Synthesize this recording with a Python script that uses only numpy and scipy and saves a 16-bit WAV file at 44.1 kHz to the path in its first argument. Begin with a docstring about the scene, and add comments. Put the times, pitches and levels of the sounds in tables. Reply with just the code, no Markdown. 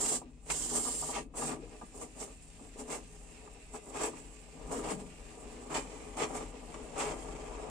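"""Expanding foam sprayed into a van wall

A can of foam is emptied into the wall cavity of a bare van: propellant, as coloured noise, hisses in
three sprays; then squirts and wet sputter go on over a weaker hiss as the can runs low.
Random pops make spatter and gurgle; gobs, gliding bubble notes and low belches come at set times.
Foam noise rings the van's modes and empty cargo space; rumble and hum come in by the open doors,
and the rumble swells in a thump at 4.66 s as a foot shifts."""
import sys
import numpy as np
from scipy import signal
from scipy.fft import rfft, irfft, next_fast_len
from scipy.io import wavfile
from scipy.ndimage import uniform_filter1d, map_coordinates

SR = 44100
rng = np.random.default_rng(int(sys.argv[2]) if len(sys.argv) > 2 else 0)


def wrap_up_sound(samples):
    """Save the sound to the file named by the first command line argument, as 16-bit audio."""
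    columns = np.atleast_2d(samples).T
    # keep every value between -1 and 1, then stretch to whole-number steps
    tamed = np.clip(columns, -1, 1)
    steps = np.round(tamed * 32767).astype(np.int16)
    wavfile.write(sys.argv[1], SR, steps)


N = 339553

# All table levels are relative: each source sets its own gain.
# Valve held open: t/s, length/s, gas hiss level/dB, spatter level/dB, foam gurgle level/dB
SPRAYS = [ (0.0, 0.16, -36, -54.5, -39.5), (0.505, 0.61, -39.5, -59.5, -49.5),
          (1.37, 0.12, -43, -54.5, -42.5), ]
# Slugs of foam and gas forced through the straw: t/s, length/s, gas hiss level/dB, spatter level/dB,
# foam gurgle level/dB
SQUIRTS = [ (0.475, 0.02, -54.5, -69, -55), (0.509, 0.005, -50, -45.5, -41),
           (0.755, 0.021, -37.5, -56, -36), (0.85, 0.027, -41.5, -67, -43), (1.142, 0.04, -47, -44, -40.5),
           (1.42, 0.018, -62, -57, -37.5), (1.495, 0.039, -54, -51.5, -38), (1.715, 0.041, -71, -85, -54),
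           (1.955, 0.054, -56, -82, -52), (2.018, 0.014, -51.5, -58, -45),
           (2.205, 0.024, -45.5, -59.5, -42), (2.28, 0.031, -60.5, -74, -51.5),
           (2.61, 0.042, -68, -68, -56), (2.798, 0.0057, -49.5, -59.5, -43),
           (2.908, 0.043, -44.5, -49.5, -37.5), (3.748, 0.014, -53.5, -60, -44.5),
           (3.87, 0.037, -60, -71, -49), (3.957, 0.054, -50.5, -50, -37), (4.015, 0.045, -42.5, -44, -35.5),
           (4.157, 0.032, -59, -60, -50.5), (4.722, 0.065, -48.5, -55.5, -38),
           (4.835, 0.067, -54, -53, -39), (4.91, 0.015, -48, -50, -38), (4.995, 0.015, -59.5, -66, -48.5),
           (5.748, 0.03, -45, -40.5, -35.5), (6.208, 0.026, -51, -40.5, -34),
           (6.265, 0.047, -57, -58, -41.5), (6.352, 0.022, -47.5, -53.5, -38),
           (6.405, 0.025, -57, -55.5, -43), (6.742, 0.0054, -72, -54.5, -51),
           (6.997, 0.04, -52.5, -43, -35.5), (7.06, 0.059, -54, -51, -38), (7.165, 0.028, -62, -63, -47),
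           (7.555, 0.017, -88, -75, -61), ]
# Leak from the straw in between: t/s, gas hiss level/dB, spatter level/dB, foam gurgle level/dB
OOZE = [(0.26, -80, -75.5, -63), (0.43, -72, -75, -68), (0.6, -72, -80, -80), (1.29, -86, -80, -67),
        (1.61, -68, -65, -53), (1.76, -64.5, -66.5, -61), (2.45, -64, -67.5, -63.5),
        (3.15, -62, -66.5, -60), (3.48, -65, -65.5, -56), (3.62, -64.5, -66, -59), (4.3, -62, -65, -57.5),
        (4.5, -64, -64.5, -58), (4.7, -63, -63, -45.5), (5.15, -63.5, -64, -56.5),
        (5.55, -62.5, -63.5, -48), (5.92, -60.5, -60, -48.5), (6.55, -63.5, -63, -49.5),
        (7.22, -59.5, -59, -45.5), (7.68, -65, -59, -42)]
# Gobs of foam spat out: t/s, peak level/dB, gas puff level/dB, length/s
GOBS = [(0.5, -26.5, -39, 0.014), (1.337, -41, -76, 0.038), (2.191, -49, -65, 0.013),
        (3.741, -39, -66, 0.022), (4.713, -33, -52, 0.014), (4.87, -38, -53.5, 0.038),
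        (4.916, -32.5, -52, 0.015), (5.695, -33.5, -54, 0.078), (5.744, -33, -57, 0.016),
        (6.166, -33, -45.5, 0.053), (6.216, -30.5, -56, 0.025), (6.74, -36.5, -68, 0.021),
        (6.957, -33.5, -60, 0.027), (6.974, -33, -43.5, 0.095), (7.284, -35, -60, 0.013)]
# Large bubbles swelling at the straw: t/s, peak level/dB, start f/Hz, life/s
GLUGS = [(0.215, -35, 1150, 0.013), (0.228, -45.5, 328.4, 0.07), (0.708, -31, 1250, 0.026),
         (0.755, -44, 1230, 0.0077), (0.849, -29, 1258, 0.038), (0.882, -32, 1033, 0.011),
         (1.023, -28, 1233, 0.024), (1.087, -29, 1158, 0.024), (1.162, -26.5, 891, 0.026),
         (1.222, -45, 339, 0.049), (1.42, -22.5, 1300, 0.013), (1.432, -40, 446, 0.026),
         (1.813, -31, 1182, 0.019), (2.012, -34, 1277, 0.016), (2.592, -45, 890, 0.018),
         (3.473, -35, 1200, 0.0095), (3.742, -34, 1250, 0.019), (3.944, -31, 1242, 0.026),
         (4.132, -35, 980, 0.01)]
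# Big gas pockets venting deep in the cavity: t/s, peak level/dB, centre f/Hz, length/s
BELCHES = [(0.564, -58, 277, 0.03), (0.933, -56, 282, 0.058), (1.176, -41, 256, 0.034),
           (1.574, -49, 325, 0.069), (1.628, -45, 423, 0.033), (1.827, -45, 250, 0.019),
           (2.608, -44, 258, 0.026), (2.669, -52, 273, 0.039), (2.753, -52.5, 415, 0.088),
           (4.724, -42.5, 470, 0.068), (4.769, -45.5, 290, 0.058), (4.79, -53, 164, 0.13),
           (4.868, -47, 290, 0.06), (4.92, -41, 190, 0.038)]

# Source colours: f/Hz, spectral level/dB
JET_COLOUR = [(600, -1.5), (1800, -1), (2500, -10.5), (2900, 2.5), (3900, -1.5), (5500, 1), (9000, 1),
              (10500, -6.5), (12500, -8.5), (15000, -14)]
SPATTER_COLOUR = [(300, -24), (900, 8), (1220, 2.5), (1500, -2), (1800, 0), (2100, 5), (2600, 2.5),
                  (3200, -2), (3900, -9.5), (6000, -11), (10000, -26.5), (15000, -74)]
FIZZ_COLOUR = [(300, -12), (900, -14), (1550, -3.5), (2000, 0), (2350, 1), (2620, 4.5), (3050, -3.5),
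               (3600, -7.5), (4400, -10), (6000, -14.5), (10000, -44), (15000, -63)]
FOAM_COLOUR = [(90, -45), (160, -22), (280, 1), (500, 2), (850, 8.5), (1250, 6), (1500, -6), (3000, -18),
               (6000, -90)]
OUTSIDE_COLOUR = [(15, -32.5), (24, -4), (32, -15.5), (40, -1), (45, -2.5), (52, -7), (64, -9), (82, -20.5),
                  (105, -14.5), (130, -30.5), (155, -11), (185, -20.5), (260, -20), (440, -82)]

# Resonances of the straw: f/Hz, width/Hz, level/dB
STRAW_MODES = [(7100, 110, 1), (7700, 60, -5), (7680, 70, 4), (8700, 60, -1), (8600, 87, -1)]
# Modes of the van's hollow body: f/Hz, width/Hz, level/dB
BODY_MODES = [(155.4, 7.8, 5.5), (260.5, 16.8, 7.5), (275.3, 19, 7.5), (316.5, 17, 6), (342.7, 9.5, 4.5),
              (415.7, 31, 8), (427.7, 13.6, 6), (464.3, 28, 4.5), (521, 6.8, -3), (555, 22, 1),
              (618.4, 30, 3.5), (713, 25, 1.5), (769, 36, 1.5), (803.6, 17.4, -2), (945.4, 23, -0.5),
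              (979, 31, -4), (1158, 16.4, 3.5), (1190, 18, 3.5), (1630, 17, 3)]
# Gain of the cavity's low notes as it fills: t/s, level/dB
HOLLOW_GAIN = [(0, -1), (1.5, 1), (3.4, -2.5), (4.9, 0), (5.7, -1.5), (7.1, -3), (7.7, -6)]
# Low rumble from outdoors, with a thump at 4.66 s as a foot shifts: t/s, level/dB
RUMBLE_LEVEL = [(0, -57), (3, -56), (4.5, -57), (4.66, -49), (4.95, -55.5), (6.7, -53), (7.7, -52)]

# Left-right correlation: f/Hz, correlation (0 to 1)
LIKENESS = [(50, 0.86), (250, 0.9), (600, 0.62), (1200, 0.27), (2500, 0.4), (5000, 0.16), (12000, 0.077)]
# Left minus right, ahead of the port resonances: f/Hz, level/dB
BALANCE = [(40, 4.5), (160, 7.5), (300, 2), (600, 6), (1200, 1), (2500, 1), (4000, -1)]
# Broad air resonance of each microphone port: f/Hz, level/dB
LEFT_PORT = [(3000, 0), (4000, 2.5), (6000, 4), (7000, 5.5), (7600, 15), (8200, 11.5), (8700, 19),
             (9400, 16), (10000, 6.5), (12000, 2), (15000, 4.5)]
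RIGHT_PORT = [(2000, 0.34), (2600, 1.7), (3300, 1.3), (4000, 3.3), (6000, 8.5), (7000, 16.4), (7350, 21.6),
              (7950, 19.7), (8900, 9.3), (9400, 7.2), (10000, 2.7), (15000, 2.5)]

SAG_DB_PER_S = 3  # the can loses pressure while it sprays
OPEN_DB_PER_S, SHUT_DB_PER_S = 847, 523  # valve, gas rates
SWELL_DB_PER_S = 2  # a squirt grows as the straw clears
BUILD_DB_PER_S, COLLAPSE_DB_PER_S = 471, 397  # squirt, gas rates
FOAM_LEAD_RATIO, FOAM_LAG_RATIO = 1.27, 1.33  # foam rises and falls this many times slower than gas
STEP_SAMPLES = 32  # between two settings of the flow
HOLLOW_HZ = 328  # upper edge of the cavity's low notes
HUM_MEAN_HZ, HUM_RE_RUMBLE_DB = 45.1, -3.5
TOP_HZ = 15600  # band limit


def amp(db):
    """Decibels to gain."""
    return 10 ** (np.asarray(db) / 20)


def unit(x):
    """Scale to rms 1."""
    return x / np.sqrt(np.mean(np.abs(x) ** 2) + 1e-20)


def along(points, hz):
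    """Read (f/Hz, value) points on a log frequency axis."""
    f, v = np.transpose(points)
    return np.interp(np.log(hz + 1), np.log(f + 1), v)


def curves(rows):
    """One value per sample for each column after the time."""
    s, *cols = np.transpose(rows)
    return [np.interp(np.arange(N) / SR, s, c) for c in cols]


def wobble(rate_hz):
    """Smooth random curve, rate_hz knots a second."""
    knots = rng.standard_normal(int(N * rate_hz / SR) + 4)
    return map_coordinates(knots, [np.arange(N) * rate_hz / SR])


def stereo_noise():
    """Two unrelated channels of white noise."""
    return rng.standard_normal((2, N))


def filtered(x, response):
    """Apply a response of frequency."""
    size = next_fast_len(N + SR // 2)
    return irfft(rfft(x, size) * response(np.fft.rfftfreq(size, 1 / SR)), size)[..., :N]


def coloured(x, colour, gain_db=0.0):
    """Apply a colour table and a gain."""
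    return filtered(x, lambda hz: amp(along(colour, hz) + gain_db))


def resonance(hz, centre_hz, width_hz):
    """Causal response of one mode."""
    return 1j * hz * width_hz / (centre_hz ** 2 - hz ** 2 + 1j * hz * width_hz)


def spread(pair):
    """Mix two unrelated signals to left and right, correlated per LIKENESS."""
    def mid_side(hz):
        angle = np.arccos(np.clip(along(LIKENESS, hz), -1, 1)) / 2
        return np.array([np.cos(angle), np.sin(angle)])
    mid, side = filtered(pair, mid_side)
    return np.array([mid + side, mid - side])


def pops(rate_hz, scatter_db, rush):
    """Gas pockets of uneven size burst at random over a rush of escaping gas."""
    sizes = (rng.random(N) < rate_hz / SR) * amp(scatter_db * rng.standard_normal(N))
    bursts = unit(sizes * rng.choice([-1, 1], (2, N)))
    return unit(bursts + rush * stereo_noise())


def force(level_db, half_db, range_db):
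    """Drive: near 0 while foam only oozes, near 1 when driven hard."""
    return .5 + .5 * np.tanh((level_db - half_db) / range_db)


def flow_db(t, length_s, slope, rise, fall):
    """One push, t seconds in: it rises, holds on a slope and falls, all in dB/s."""
    return rise * np.minimum(t, 0) + slope * np.clip(t, 0, length_s) - fall * np.maximum(t - length_s, 0)


def nozzle():
    """Gas, spatter and gurgle levels in dB: sprays and squirts add their power to the ooze."""
    t = np.arange(0, N, STEP_SAMPLES) / SR
    power = amp([level_db[::STEP_SAMPLES] for level_db in curves(OOZE)]) ** 2
    kinds = [
        (SPRAYS, -SAG_DB_PER_S, OPEN_DB_PER_S, SHUT_DB_PER_S),
        (SQUIRTS, SWELL_DB_PER_S, BUILD_DB_PER_S, COLLAPSE_DB_PER_S),
    ]
    for pushes, slope, rise, fall in kinds:
        for s, length_s, gas_db, spatter_db, gurgle_db in pushes:
            gas = flow_db(t - s, length_s, slope, rise, fall)
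            foam = flow_db(t - s, length_s, slope, rise / FOAM_LEAD_RATIO, fall / FOAM_LAG_RATIO)
            power += amp([gas_db + gas, spatter_db + gas, gurgle_db + foam]) ** 2
    return curves(np.column_stack([t, *(10 * np.log10(power))]))


def jet(level_db):
    """Turbulent propellant: lower and upper hiss surge apart; a hard jet makes the straw sing."""
    hiss = unit(coloured(spread(pops(rate_hz=2500, scatter_db=7.0, rush=1.76)), JET_COLOUR))
    lower = filtered(hiss, lambda hz: 1 / (1 + (hz / 6500) ** 8))

    def straw(hz):
        return sum(amp(db) * resonance(hz, centre, width) for centre, width, db in STRAW_MODES)
    singing = unit(filtered(spread(stereo_noise()), straw))
    hard = force(level_db, half_db=-44, range_db=4)
    upper = hiss - lower + amp(-13) * singing * hard
    lower_surge, upper_surge = amp(1.2 * wobble(30)), amp(1.2 * wobble(30))
    flutter_db = 1.2 * wobble(140)
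    return (lower * lower_surge + upper * upper_surge) * amp(level_db - 9.0 + flutter_db)


def spatter(level_db):
    """Small bubbles tear at the straw tip; weak flow is a softer fizz around one steady resonance."""
    crackle = unit(coloured(spread(pops(rate_hz=1100, scatter_db=0.0, rush=0.1)), SPATTER_COLOUR))
    fizz = unit(coloured(spread(pops(rate_hz=1300, scatter_db=3.5, rush=0.64)), FIZZ_COLOUR))
    hard = force(level_db, half_db=-61.5, range_db=1.5)
    gain = amp(level_db + 2.0)
    tearing = gain * np.sqrt(hard) * crackle * amp(1.36 * wobble(70))
    seeping = gain * np.sqrt(1 - hard) * fizz * amp(-1.04 + 1.95 * wobble(22))
    tearing = walls(tearing, early_db=2.0, tail_db=-5.5, t60_s=0.068)
    seeping = walls(seeping, early_db=-2.5, tail_db=-0.5, t60_s=0.12, count=30)
    return tearing + seeping


def gurgle(level_db):
    """Large gas pockets burst in clumps inside the cavity, duller when the flow is weak."""
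    clump_db = 1.4 * wobble(55)
    bursts = unit(pops(rate_hz=1200, scatter_db=3, rush=0.76) * amp(clump_db))
    dull = filtered(bursts, lambda hz: amp(3.5) / (1 + 1j * hz / 620))
    hard = force(level_db, half_db=-43, range_db=4)
    mix = hard * bursts + (1 - hard) * dull
    return body(mix * amp(level_db - 1.92), direct_db=-9.5)


def gobs():
    """Each gob leaves with a low splutter and a gas puff; forceful ones also crackle."""
    push, tear, gas = np.zeros((3, N))
    for s, db, puff_db, length_s in GOBS:
        u = np.clip((np.arange(N) / SR - s) / max(length_s, .003), 0, 9)
        shape = amp(db) * (1 - np.exp(-14 * u)) * np.exp(-u ** 2)
        push += shape
        gas += shape * amp(puff_db - db)
        tear += shape * force(db, half_db=-29.0, range_db=5.5)
    splutter = body(push * pops(rate_hz=1800, scatter_db=-3.0, rush=0.55), direct_db=1.0)
    crackle = spread(tear * pops(rate_hz=880, scatter_db=-11.0, rush=5.5))
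    crackle = coloured(crackle, SPATTER_COLOUR, gain_db=2.5)
    puff = coloured(spread(gas * stereo_noise()), JET_COLOUR, gain_db=-7.5)
    return amp(-6.0) * splutter + crackle + puff


def glugs(fall_lives, end_share, rough):
    """A bubble swells as it leaves the straw, so its note drops quickly."""
    notes, t = np.zeros((2, N + SR)), np.arange(SR // 6) / SR
    for s, db, start_hz, life_s in GLUGS:
        fall = np.exp(-(t / (fall_lives * life_s)) ** 2)
        hz = start_hz * (end_share + (1 - end_share) * fall)
        stagger = unit(uniform_filter1d(rng.standard_normal((2, len(t))), size=60))
        note = np.sin(2 * np.pi * np.cumsum(hz * (1 + rough * stagger), axis=1) / SR)
        envelope = (1 - np.exp(-t / 0.0011)) * np.exp(-(t / life_s) ** 2)
        notes[:, round(s * SR):][:, :len(t)] += amp(db) * note * envelope
    return amp(-18) * body(notes[:, :N], direct_db=-14.5)


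def belches(width_share):
    """Each big pocket empties with a short low rumble around its own pitch."""
    out, t = np.zeros(N + SR), np.arange(SR // 4) / SR
    hz = np.fft.rfftfreq(len(t), 1 / SR)
    for s, db, centre_hz, length_s in BELCHES:
        band = resonance(hz, centre_hz, width_share * centre_hz) ** 2
        rumble = unit(irfft(rfft(rng.standard_normal(len(t))) * band, len(t)))
        envelope = (1 - np.exp(-t / 0.005)) * np.exp(-(t / length_s) ** 2)
        out[round(s * SR):][:len(t)] += amp(db) * rumble * envelope
    return out[:N]


def drone(gas_db, level_db):
    """The jet blows across the cavity opening and stirs its lowest mode."""
    centre_hz, width_hz, _ = BODY_MODES[0]
    note = filtered(rng.standard_normal(N), lambda hz: resonance(hz, centre_hz, 2 * width_hz) ** 2)
    return unit(note) * amp(gas_db + level_db)


def body(x, direct_db):
    """Foam noise rings the van's modes, plus a direct share; white noise keeps its level."""
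    def response(hz):
        ringing = 0
        for k, (centre_hz, width_hz, db) in enumerate(BODY_MODES):
            # phase lead at one port, lag at the other, alternating by mode
            phase = 2 * np.pi * centre_hz * .00006 * (-1) ** k * np.array([[1], [-1]])
            ringing = ringing + amp(db) * resonance(hz, centre_hz, width_hz) * np.exp(1j * phase)
        ringing = ringing / (1 + (hz / 1600) ** 4) * hz ** 2 / (hz ** 2 + 90 ** 2)
        direct = unit(amp(along(FOAM_COLOUR, hz)))
        return unit(unit(ringing) + amp(direct_db) * direct)
    return filtered(spread(x), response)


def filling(x):
    """Foam in the cavity damps its low notes."""
    low = filtered(x, lambda hz: 1 / (1 + (hz / HOLLOW_HZ) ** 8))
    return x - low + low * amp(curves(HOLLOW_GAIN)[0])


def reflections(early_db, tail_db, t60_s, count=14):
    """Close metal walls comb the sound, differently at each port, and leave a short tail."""
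    t = np.arange(SR // 8) / SR
    tail = rng.standard_normal((2, len(t))) * amp(-60 * t / t60_s) * (t > .003)
    answer = amp(tail_db) * tail / np.linalg.norm(tail[0])
    answer[:, 0] = 1  # direct sound
    for side in answer:
        delays = (rng.uniform(.0008, .009, count) * SR).astype(int)
        side[delays] += amp(early_db) * rng.choice([-1, 1], count) / np.sqrt(count)
    return answer / np.linalg.norm(answer[0])


def walls(x, early_db, tail_db, t60_s, count=16):
    """The can moves along the seam, so one pattern of reflections fades into the next."""
    place, heard = np.linspace(0, count - 1, N), np.zeros((2, N + SR))
    for k in range(count):
        near = np.flatnonzero(np.abs(place - k) < 1)
        fade = np.cos((place[near] - k) * np.pi / 2) ** 1.4
        part = signal.fftconvolve(x[:, near] * fade, reflections(early_db, tail_db, t60_s), axes=1)
        heard[:, near[0]:][:, :part.shape[1]] += part
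    return heard[:, :N]


def boom(x, level_db, t60_s, edge_hz):
    """The empty cargo space holds on to the low notes: decaying noise tail, low-passed."""
    t = np.arange(SR // 2) / SR
    tail = rng.standard_normal(len(t)) * amp(-60 * t / t60_s) * (1 - np.exp(-t / 0.013))
    held = signal.fftconvolve(x, tail[None] / np.linalg.norm(tail), axes=1)[:, :N]
    return amp(level_db) * filtered(held, lambda hz: 1 / (1 + (hz / edge_hz) ** 4))


def outside():
    """Low noise rumble and a wavering hum by the open doors; both swell in the foot's thump."""
    noise = unit(coloured(spread(stereo_noise()), OUTSIDE_COLOUR))
    hum_hz = HUM_MEAN_HZ + 1.6 * wobble(5.4)
    hum = unit(np.sin(2 * np.pi * np.cumsum(hum_hz) / SR))
    hum_gain = amp(HUM_RE_RUMBLE_DB + 1.8 * wobble(3.2))
    return (noise + hum * hum_gain) * amp(curves(RUMBLE_LEVEL)[0])


def scene():
    """The can inside the van, over the low rumble."""
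    gas_db, spatter_db, gurgle_db = nozzle()
    hiss = walls(jet(gas_db), early_db=2.5, tail_db=-3.5, t60_s=0.11, count=26)
    foam = gurgle(gurgle_db) + gobs() + belches(width_share=0.3)
    foam = filling(foam + glugs(fall_lives=1.2, end_share=0.358, rough=0.276))
    cargo_space = boom(foam, level_db=-3, t60_s=0.73, edge_hz=300)
    can = hiss + spatter(spatter_db) + foam
    return can + cargo_space + drone(gas_db, level_db=-18.5) + outside()


def record(dry):
    """Each port lifts a broad treble band; the balance tilts left in the bass; band-limited."""
    def ports(hz):
        lean = amp(along(BALANCE, hz) / 2)
        left, right = amp(along(LEFT_PORT, hz)), amp(along(RIGHT_PORT, hz))
        return np.array([left * lean, right / lean])
    return filtered(filtered(dry, ports), lambda hz: hz < TOP_HZ)


dry = scene()
out = record(dry)
wrap_up_sound(out)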